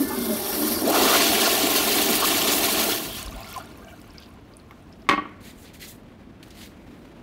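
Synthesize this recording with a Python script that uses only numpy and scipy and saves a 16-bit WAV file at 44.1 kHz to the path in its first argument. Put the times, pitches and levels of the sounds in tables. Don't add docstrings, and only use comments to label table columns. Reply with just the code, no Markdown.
import sys
import numpy as np
from scipy import signal
from scipy.fft import rfft, irfft, next_fast_len
from scipy.io import wavfile
from scipy.ndimage import uniform_filter1d

SR = 44100
rng = np.random.default_rng(int(sys.argv[2]) if len(sys.argv) > 2 else 0)


def convert_level_to_amplitude(level_db):
    exponent = np.asarray(level_db, float) / 20
    return 10 ** exponent


def pcm_store(signal):
    levels = np.round(np.clip(np.atleast_2d(signal), -1, 1) * 32767)
    wavfile.write(sys.argv[1], SR, levels.astype(np.int16).T)


N = 318402
JET_ON_S, JET_OFF_S = 0.875, 3.21
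EDGE_HZ = 15740


def evened(x):
    return x / np.sqrt(np.mean(x ** 2) + 1e-20)


def read(points, hz):
    f, value = np.transpose(points)
    return np.interp(np.log(hz + 1), np.log(f + 1), value)


def curves(rows):
    s, *columns = np.transpose(rows)
    return [np.interp(np.arange(N) / SR, s, c) for c in columns]


def add(mix, s, sound):
    part = mix[round(s * SR):][:len(sound)]
    part += sound[:len(part)]


def colour(x, gain):
    size = next_fast_len(len(x))
    spectrum = rfft(x, size) * gain(np.fft.rfftfreq(size, 1 / SR))
    return evened(irfft(spectrum, size)[:len(x)])


def below(hz, edge_hz, order=6):
    return 1 / np.sqrt(1 + (hz / edge_hz) ** (2 * order))


def above(hz, edge_hz):
    return np.sqrt(1 - below(hz, edge_hz) ** 2)


def patchy(patch_db, flicker_db, frames=6, bins=5):
    count = N // 128 + 6
    a, b, patches = rng.standard_normal((count, 257, 3)).T
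    patches = uniform_filter1d(patches, bins, axis=0)
    patches = evened(uniform_filter1d(patches, frames, axis=1))
    flicker = evened(uniform_filter1d(rng.standard_normal(count), size=5))
    depth = np.clip(np.arange(257) / 14, .15, 1)[:, None]
    z = (a + 1j * b) * convert_level_to_amplitude(depth * (patch_db * patches + flicker_db * flicker))
    return evened(signal.istft(z, nperseg=512, noverlap=384)[1][:N])


def blip(hz, cycles, glide):
    u = np.arange(int(4 * cycles * SR / hz) + 8) * hz / SR
    swing = np.sin(2 * np.pi * u * (1 + glide * u / cycles))
    return swing * np.exp(-2 * u / cycles) * (1 - np.exp(-2 * u))


def bubbles(per_s, spread_db, cycles, size, count=30):
    out = np.zeros(size)
    for hz in np.geomspace(190, 15000, num=count):
        how_many = int(per_s * np.sqrt(hz / 1000) * size / SR)
        at, luck = rng.random((how_many, 2)).T
        strength = convert_level_to_amplitude(spread_db * np.minimum(-np.log(luck), 2.8))
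        clicks = np.bincount((at * size).astype(int), strength, size)
        shape = blip(hz, cycles, 0.043)
        shape = shape / np.linalg.norm(shape) * (hz / 1000) ** 0.13
        out += signal.oaconvolve(clicks, shape)[:size]
    return np.resize(evened(out), N)


# time in seconds, water flow in dB, air gulped by the trap in dB.
FLOW = [(0.0, -16, -1), (0.3, -15.5, -4.5), (0.45, -11.5, -7), (0.74, -8, -1.5), (0.84, -12.5, -4.5),
        (0.95, -1.5, 4), (1.15, 4, 2.5), (1.5, 0, -1.5), (2.84, -1.5, -3), (2.92, -3.5, -3.5),
        (3.04, -12, -10.5), (3.19, -14, -33), (3.3, -21, -24), (3.58, -21, -18.5), (3.66, -31.5, -18),
        (4.25, -35.5, -34), (4.33, -42.5, -24), (5.06, -44, -28)]
SPLITS_HZ = [175, 480, 1600, 6500, SR]
# level in dB while sucking, under the jet and while draining,
# then how far it follows the flow and the air (shares).
LAYERS = [
    (-28, -30, -29, 0.086, 1),
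    (-27.5, -29, -26.5, 0.64, 0.29),
    (-27.5, -25.5, -28, .95, 0.03),
    (-19.5, -23.5, -32, 0.83, 0.14),
]
# time in seconds, half length in seconds,
# centre in Hz, lift in dB.
SURGES = [(0.0, 0.035, 405, 20.5), (0.068, 0.012, 10000, -4), (0.888, 0.014, 10000, -8),
          (0.865, 0.015, 10000, -7), (0.915, 0.012, 10000, -5), (0.7, 0.2, 4500, 2), (0.84, 0.06, 7000, -8),
          (0.9, 0.05, 3200, -3), (1.194, 0.29, 12000, -4), (0.887, 0.1, 600, 13), (1.475, 0.031, 900, 7.5),
          (1.463, 0.02, 3200, 8), (1.649, 0.021, 300, 11), (1.645, 0.036, 10000, -5), (2.09, 0.053, 300, 9),
          (2.176, 0.033, 900, -3), (2.085, 0.02, 10000, -5), (2.192, 0.014, 10000, -6),
          (2.226, 0.018, 10000, -6), (1.82, 0.02, 10000, -3), (2.38, 0.025, 8000, -3),
          (2.236, 0.024, 900, 6), (2.252, 0.018, 3200, 3.5), (2.73, 0.02, 10000, 3), (2.815, 0.034, 700, 6),
          (3.338, 0.02, 10000, 2), (3.5, .03, 9000, 10), (3.584, 0.051, 900, 5), (3.586, 0.027, 12000, 3),
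          (3.902, 0.034, 10000, 5), (4.21, 0.085, 4000, 9), (4.4, 0.05, 10000, -14), (4.723, 0.02, 900, 19),
          (4.934, .012, 3500, 17)]


def layer_levels(length):
    chop_db, chop_s, surge_octaves = 1, .04, 0.55
    t = np.arange(length) / SR
    flow_db, air_db = (c[:length] for c in curves(FLOW))
    levels = []
    for (*_, by_flow, by_air), lo, hi in zip(LAYERS, SPLITS_HZ, SPLITS_HZ[1:]):
        knots = np.arange(0, 6, .01)
        chop = evened(uniform_filter1d(rng.standard_normal(len(knots)), max(int(chop_s * 100), 1)))
        db = by_flow * flow_db + by_air * air_db + chop_db * np.interp(t, knots, chop)
        centre_hz = np.sqrt(lo * min(hi, EDGE_HZ))
        for s, half_s, hz, lift_db in SURGES:
            near = np.exp(-(np.log2(hz / centre_hz) / surge_octaves) ** 2)
            first = max(int((s - half_s) * SR), 0)
            moments = t[first:int((s + half_s) * SR)]
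            add(db, first / SR, near * lift_db * np.clip(1 - abs(moments - s) / half_s, 0, 1))
        levels.append(db)
    return levels


def churning():
    t = np.arange(SR // 10) / SR
    echoes = rng.standard_normal(len(t)) * convert_level_to_amplitude(-60 * t / .09)
    churn = patchy(patch_db=2.0, flicker_db=1.45)
    sent = colour(churn, lambda hz: .4 + .6 * above(hz, 1900))
    return evened(churn + .47 * signal.oaconvolve(sent, echoes / np.linalg.norm(echoes))[:N])


# pitch in Hz, level in dB per Hz.
SUCKING = [(71, -49), (120, -4), (150, -27), (217, 0), (306, -3.5), (383, 2), (510, -21.5), (600, -12),
           (664, -21.5), (2600, -26), (4400, -23), (5600, -22), (6200, -29), (7300, -32), (9800, -23),
           (13300, -20), (14400, -25), (15600, -26)]
# pitch in Hz, level in dB per Hz.
WATER = [(71, -45), (120, -7.5), (288, 5), (399, 5), (520, -10.5), (678, -6.5), (901, -13.5), (1060, -12.5),
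         (1530, -16.5), (2000, -14.5), (3190, -12.5), (6770, -17), (11700, -10.5), (15600, -16)]
# pitch in Hz, level in dB per Hz.
DRAINING = [(240, -15), (400, -12.5), (519, -18), (653, -8.5), (773, -14), (848, -15), (1050, -10.5),
            (1880, -11.5), (2260, -5), (2560, -3.5), (5500, -11), (7250, -14.5), (15600, -23)]
# pitch in Hz, width in Hz, lift in dB.
BOWL = [(218.7, 14, 10.5), (295, 34, 12), (383, 22, 3), (725, 240, 8.5), (1072, 110, 9), (1413, 44.6, 8),
        (1500, 40, -4), (1860, 57, -8), (2120, 60, 0.5), (2800, 93, 1), (3244, 210, 4.5), (4280, 640, 3.5),
        (5640, 210, 0.5)]


def flush():
    def bowl(hz):
        return 1 + sum((convert_level_to_amplitude(db) - 1) / (1 + (2 * (hz - f) / w) ** 2) for f, w, db in BOWL)

    t, end = np.arange(N) / SR, int(FLOW[-1][0] * SR)
    churn = churning()
    gurgle = bubbles(per_s=60, spread_db=3.0, cycles=7.4, size=N // 2)
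    dense = churn + 0.49 * colour(gurgle, lambda hz: above(hz, 570))
    foam = bubbles(per_s=4.2, spread_db=8.0, cycles=4.0, size=N // 3)
    crackle = colour(foam, lambda hz: above(hz, 4800)) * np.clip(5.2 - t, .3, 1)
    plops = bubbles(per_s=12, spread_db=0.5, cycles=20, size=N // 3)
    sparse = 0.73 * churn + 0.51 * plops + 0.33 * crackle

    on, off = (np.clip((t - s) / 0.081 + .5, 0, 1) for s in (JET_ON_S, JET_OFF_S))
    stages = [(dense, SUCKING, 1 - on), (dense, WATER, on - off), (sparse, DRAINING, off)]
    out, levels = np.zeros(N), layer_levels(end)
    for stage, (drive, shape, share) in enumerate(stages):
        live = np.flatnonzero(share[:end] > 0)
        rung = colour(drive[live], lambda hz: convert_level_to_amplitude(read(shape[:-1], hz)) * bowl(hz))
        for layer, db, lo, hi in zip(LAYERS, levels, SPLITS_HZ, SPLITS_HZ[1:]):
            band = colour(rung, lambda hz: above(hz, lo) * below(hz, hi))
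            out[live] += np.sqrt(share[live]) * convert_level_to_amplitude(layer[stage] + db[live]) * band

    hz = np.fft.rfftfreq(SR, 1 / SR)
    middle = irfft(rfft(out[:SR]) * above(hz, 750) * below(hz, 1400), SR)
    out[:SR] -= middle * np.interp(t[:SR], [.83, .87, .91, .95], [0, .4, .4, 0])
    return out


# start in seconds, length in seconds, first pitch in Hz, last pitch in Hz, level in dB.
POCKETS = [(0, 0.069, 273.5, 268, -24.5), (0, 0.16, 1784, 1746, -44), (0, .45, 2120, 2120, -49),
           (.1, 0.055, 846, 915, -34), (.1, 0.069, 1210, 1200, -38.5), (.05, 0.19, 1500, 1515, -46),
           (.112, 0.28, 247.3, 210.4, -30.5), (.284, 0.088, 618, 598, -32.5), (.36, 0.18, 816, 820, -40.5),
           (.52, 0.04, 2860, 2790, -48), (.579, 0.23, 294.8, 329, -32), (.813, 0.055, 290, 310, -23.5),
           (.86, .025, 380, 520, -25), (3.403, .015, 756, 756, -40.5), (3.45, 0.065, 1380, 1330, -52),
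           (3.558, 0.03, 1070, 1000, -34), (3.576, 0.014, 800, 730, -33.5),
           (3.798, 0.17, 1596, 1550, -57.5), (3.865, 0.035, 678, 677, -48), (3.91, 0.04, 680, 690, -51),
           (3.815, 0.02, 1100, 1300, -52), (3.92, 0.025, 1450, 1400, -54), (3.86, 0.07, 2300, 2350, -57),
           (4.147, 0.02, 2260, 2280, -56), (4.175, 0.015, 2280, 2250, -56), (4.14, 0.09, 1540, 1570, -60)]
# start in seconds, length in seconds, first pitch in Hz, last pitch in Hz, level in dB.
CAVITIES = [(0.78, 0.08, 560, 560, -34), (0.865, 0.055, 480, 660, -24), (0.1, 0.5, 3500, 3500, -46),
            (0.922, 0.06, 1000, 1250, -25), (0.91, 0.3, 600, 700, -28), (0.995, 0.03, 900, 1000, -24),
            (0.74, 0.06, 4900, 4600, -36), (0.715, 0.04, 11300, 11800, -36),
            (0.45, 0.22, 13300, 13200, -38), (0.4, 0.17, 5600, 5600, -43), (0.63, 0.1, 4200, 4500, -41),
            (1.03, 0.15, 1050, 1356, -26), (2.221, 0.03, 1050, 1116, -24.5),
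            (3.089, .099, 3200, 3280, -40.5), (3.596, .034, 1310, 1360, -45.5),
            (3.878, 0.04, 2900, 2750, -55), (6.747, 0.27, 2200, 2200, -65)]


def pockets():
    out = np.zeros(N)
    narrow = [(*row, 23 + 0.016 * row[2]) for row in POCKETS]
    broad = [(*row, 540) for row in CAVITIES]
    for start, length_s, first_hz, last_hz, db, width in narrow + broad:
        length = int(length_s * SR)

        def slow(f):
            return 1 / (1 + (2 * f / width) ** 2) * below(f, 0.6 * first_hz)

        a, b = (colour(v, slow)[:length] for v in rng.standard_normal((2, SR // 2)))
        turn = 2 * np.pi * np.cumsum(np.linspace(first_hz, last_hz, length)) / SR
        whistle = evened(a * np.cos(turn) + b * np.sin(turn))
        add(out, start, convert_level_to_amplitude(db) * whistle * signal.windows.tukey(length, .35))
    return out


# time in seconds, peak level in dB, dullest pitch in Hz.
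SPURTS = [(0.0844, -20, 7000), (0.1481, -21, 7000), (0.1855, -16, 7000), (0.3394, -21, 7000),
          (0.7524, -18, 7000), (0.8754, -12, 7000), (0.9014, -12, 7000), (2.1016, -12, 7000),
          (2.155, -8, 7000), (2.2024, -13, 7000), (2.2409, -13, 7000), (2.2717, -11, 7000),
          (2.5486, -14, 7000), (2.6574, -12, 7000), (2.7965, -15, 7000), (2.8764, -14, 7000)]


def spurts():
    out, t = np.zeros(N), np.arange(SR // 20) / SR
    for s, db, hz in SPURTS:
        spit = colour(rng.standard_normal(len(t)), lambda f: above(f, hz))
        add(out, s, convert_level_to_amplitude(db - 9.5 - 60 * t / .03) * spit)
    return out


# time in seconds, peak level in dB, pitch in Hz.
THUDS = [
    (3.241, -32, 48),
    (3.328, -33, 45),
    (5.135, -41, 48),
]


def valve():
    out = np.zeros(N)
    for s, db, hz in THUDS:
        u = np.arange(int(2.6 * SR / hz)) * hz / SR
        add(out, s, -convert_level_to_amplitude(db) * np.sin(2 * np.pi * u) * signal.windows.tukey(len(u), .4))
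    return out


# time in seconds, peak level in dB, pitch in Hz.
DRIPS = [(3.264, -24, 5040), (3.281, -27, 3760), (3.432, -26, 4650), (3.4444, -32, 2100),
         (3.539, -26, 5400), (3.5823, -27, 8200), (3.6735, -35, 3550), (3.8836, -35, 2760),
         (4.0158, -39, 5000), (4.106, -36, 5070), (4.1823, -24, 4760), (4.185, -33, 5200),
         (4.2243, -35, 3450), (4.225, -40, 4200), (4.2338, -38, 2900), (4.2345, -37, 4650),
         (4.242, -42, 3400), (4.26, -41, 4650), (4.5371, -37, 4600), (4.569, -27, 9150),
         (4.5985, -39, 4100), (4.7095, -52, 2320), (4.927, -37, 4960), (5.0205, -41, 4950)]
# time in seconds, peak level in dB, pitch in Hz.
TICKS = [(3.229, -15, 8550), (3.262, -20, 9850), (3.3096, -26, 11800), (3.362, -27, 9830),
         (3.3839, -41, 12000), (3.4064, -23, 12900), (3.4897, -38, 14000), (3.5278, -19, 12700),
         (3.55, -32.5, 12900), (3.563, -25, 10200), (3.6244, -32, 11400), (3.658, -32, 9000),
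         (3.718, -45, 8700), (3.776, -30, 12800), (4.003, -35.5, 13800), (4.016, -38, 9710),
         (4.0579, -45, 12000), (4.1372, -38, 10200), (4.1741, -45, 14300), (4.2016, -34, 11500),
         (4.2764, -47, 11700), (4.2904, -41, 10900), (4.3402, -48, 8120), (4.4126, -49, 11300),
         (4.5685, -39.5, 9230), (4.71, -39, 12500), (4.8251, -45, 8970)]


def trickle():
    out = np.zeros(N)
    for s, db, hz in DRIPS:
        add(out, s, convert_level_to_amplitude(db - 4.0) * blip(hz, 14, 0.047))
    for s, db, hz in TICKS:
        add(out, s, convert_level_to_amplitude(db + 2.5) * blip(hz, 3.5, .02))
    return out


# pitch in Hz, level in dB, seconds to fall by 60 dB.
SEAT = [(299, -3, 0.15), (390, -9, 0.1), (600, -11, 0.087), (786, -6.5, 0.1), (1000, -5, .07),
        (1120, 6, 0.21), (1330, -6, .08), (1500, -9, 0.13), (1640, -13, 0.081), (1888, -7, 0.2),
        (2170, 11.5, 0.013), (2120, -2, 0.08), (205, -8.5, 0.23), (2580, -7, 0.12), (2785, -7, .15),
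        (3000, -21, .06), (3060, -5, 0.05), (3560, -1, 0.024), (4060, -9, .05), (5170, -16, 0.06)]
# time in seconds, strength of the blow in dB, hardness in Hz, # seconds of free ringing before the seat
BOUNCES = [(4.709, -49.5, 4930, 0.0062), (5.067, -58, 3500, .008), (5.0893, -17.5, 5930, 0.002),
           (5.0945, -17.5, 3860, 0.005), (5.104, -22.5, 2000, 0.0045), (5.111, -19.5, 2600, .012),
           (5.125, -25.5, 2450, 0.019), (5.134, -20.5, 1500, 0.015), (5.155, -43, 2200, 0.023),
           (5.177, -23, 1270, 0.026), (5.219, -31, 600, 0.008), (5.254, -36.5, 1290, 0.0076)]


def seat():
    rings, cracks, t = np.zeros(N), np.zeros(N), np.arange(SR // 8) / SR
    for s, blow_db, hard_hz, free_s in BOUNCES:
        modes = np.zeros(len(t))
        for hz, db, t60 in SEAT:
            a, b, c = rng.uniform(-1, 1, 3)
            level = convert_level_to_amplitude(db + 2.6 * a - 60 * t / t60) * below(hz, hard_hz, order=2)
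            modes += level * np.sin(2 * np.pi * hz * (1 + 0.005 * b) * t + np.pi * c)

        def crack_tone(f):
            body = below(f, hard_hz, order=3) * above(f, 270)
            return body + 0.03 * below(hard_hz, 1.5 * f) * above(hard_hz, 2300)

        crack = colour(rng.standard_normal(len(t)), crack_tone) * convert_level_to_amplitude(-60 * t / 0.028)
        contact = np.sin(np.pi / 2 * np.minimum(t * hard_hz / 2.5, 1)) ** 2
        choke = convert_level_to_amplitude(-60 * np.maximum(t - free_s, 0) / 0.017)
        add(rings, s, convert_level_to_amplitude(blow_db) * modes * choke * contact)
        add(cracks, s, convert_level_to_amplitude(blow_db - 2.1) * crack * contact)
    return rings, cracks


# pitch in Hz, level in dB, seconds to fall by 60 dB.
CHINA = [(298, -27, .5), (388, -34, .3), (790, -33, .25), (1327, -32, .3), (1660, -31, .2),
         (1886, -22.5, .3), (2130, -19, .11), (2580, -36, .3), (2783, -31, .3), (3548, -33, .15)]


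def china():
    out, t = np.zeros(N), np.arange(SR // 3) / SR
    ring = sum(convert_level_to_amplitude(db - 60 * t / t60) * np.sin(2 * np.pi * hz * t) for hz, db, t60 in CHINA)
    add(out, 5.0895, ring * np.minimum(t / .004, 1))
    return out


# pitch in Hz, level in dB per Hz.
SOLE = [(530, -42), (900, -2), (1290, -15.5), (2030, -5.5), (2230, -9), (4150, -7), (5330, -11),
        (14000, -12), (15600, -14.5)]
# start in seconds, length in seconds, rubbing level in dB,
# share of bright hiss in dB.
STROKES = [(5.406, 0.1, -51, -1.5), (5.553, 0.083, -62.5, 8.5), (5.62, 0.07, -54, -8),
           (5.732, 0.02, -52.5, 0), (5.795, 0.052, -42, -3), (5.86, 0.047, -52.5, 8.5),
           (6.435, 0.05, -62, -2), (6.505, 0.027, -58, -10), (6.539, 0.084, -52.5, -2),
           (6.58, 0.08, -51, -3), (6.699, .37, -69, -1)]
# time in seconds, level in dB, dullest pitch in Hz,
# seconds to fall by 60 dB.
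HEELS = [(5.745, -52, 6000, .05), (5.655, -54, 3200, .04), (5.83, -47, 3000, .03), (5.845, -48, 5000, .03),
         (6.034, -60, 7000, .015), (6.428, -42, 2100, .06), (6.436, -55, 7500, .06),
         (6.483, -54, 8800, .02), (6.505, -46, 2900, .08), (6.551, -52, 2600, .05), (6.613, -44, 2300, .07),
         (6.633, -47, 3000, .06)]


def scuffs():
    bite_share, bite_db, lift_db_per_s = 0.47, -12, 300
    grains = bubbles(per_s=25, spread_db=2.5, cycles=4, size=N // 6)
    grit = patchy(patch_db=2.6, flicker_db=1.5) + .45 * grains
    dull = colour(grit, lambda hz: convert_level_to_amplitude(read(SOLE, hz)) * above(hz, 1400) * below(hz, 4950))
    bright = colour(grit, lambda hz: convert_level_to_amplitude(read(SOLE, hz)) * above(hz, 6100))
    out, t = np.zeros(N), np.arange(N) / SR
    for s, length, rub_db, bright_db in STROKES:
        u = t[:int((length + .15) * SR)]
        start = round(s * SR) // 2
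        bite = bite_db * np.maximum(1 - u / (bite_share * length), 0)
        lift = lift_db_per_s * np.maximum(u - length, 0)
        rub = (dull + convert_level_to_amplitude(bright_db) * bright)[start:start + len(u)]
        add(out, s, convert_level_to_amplitude(rub_db + bite - lift) * rub)
    for s, db, hz, t60 in HEELS:
        noise = rng.standard_normal(SR // 8)
        tap = colour(noise, lambda f: above(f, .75 * hz) * (below(f, 1.6 * hz, order=2) + .03))
        add(out, s, convert_level_to_amplitude(db - 60 * t[:len(tap)] / t60) * tap)
    return out


# pitch in Hz, seconds to fall by 60 dB.
ROOM = [(150, .5), (500, .42), (2100, .62), (4000, .3), (7000, .17), (14000, .17)]


def room(x):
    taps = np.zeros(SR // 2)
    at = np.arange(120, len(taps) - 20, 20)
    taps[at + rng.integers(0, 20, len(at))] = rng.choice([-1., 1.], len(at))
    hz, t, z = signal.stft(taps, SR, nperseg=256)
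    tail = signal.istft(z * convert_level_to_amplitude(-60 * t / read(ROOM, hz)[:, None]), SR, nperseg=256)[1]
    return signal.fftconvolve(x, tail / np.linalg.norm(tail))[:N]


# pitch in Hz, level in dB per Hz.
VENT = [(25, -29.5), (40, -7), (64, -9.5), (143, -8), (223, -1), (290, -5), (400, -11), (1000, -20.5),
        (2200, -26), (3500, -31), (5500, -39.5), (8000, -44.5), (15600, -49.5)]
# time in seconds, level in dB.
HUM_DB = [(0.0, -46.5), (2.99, -41), (3.5, -48), (4.7, -50.5), (5.31, -47), (5.97, -48), (7.22, -46)]


def vent():
    rumble_db, pipe_rumble_db = -52, -49
    air, (hum_db,) = patchy(patch_db=-0.5, flicker_db=-1.5), curves(HUM_DB)
    pipe = convert_level_to_amplitude(pipe_rumble_db) * np.clip((JET_OFF_S + 0.56 - np.arange(N) / SR) / .3, 0, 1)
    rumble = colour(air, lambda hz: convert_level_to_amplitude(read(VENT, hz)) * below(hz, 108.6))
    hum = colour(air, lambda hz: convert_level_to_amplitude(read(VENT, hz)) * above(hz, 142))
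    return np.hypot(convert_level_to_amplitude(rumble_db), pipe) * rumble + convert_level_to_amplitude(hum_db) * hum


def scene():
    (rings, cracks), drops = seat(), trickle()
    walls = room(convert_level_to_amplitude(-19) * rings + convert_level_to_amplitude(-6) * cracks + convert_level_to_amplitude(-12) * drops)
    water = flush() + pockets() + spurts() + valve() + drops
    mono = water + rings + cracks + china() + scuffs() + walls + vent()
    return np.array([mono, mono])


def top_cut(x):
    return signal.sosfilt(signal.butter(12, 17040, fs=SR, output="sos"), x)


def record(dry):
    cut = signal.sosfilt(signal.butter(4, 33, "highpass", fs=SR, output="sos"), dry)
    cut = .8 * np.tanh(cut / .8)
    lowpass = signal.firwin(1401, EDGE_HZ, window=("kaiser", 9), fs=SR)
    limited = signal.oaconvolve(cut, lowpass[None], "same")
    return top_cut(limited)


dry = scene()
out = record(dry)
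pcm_store(out)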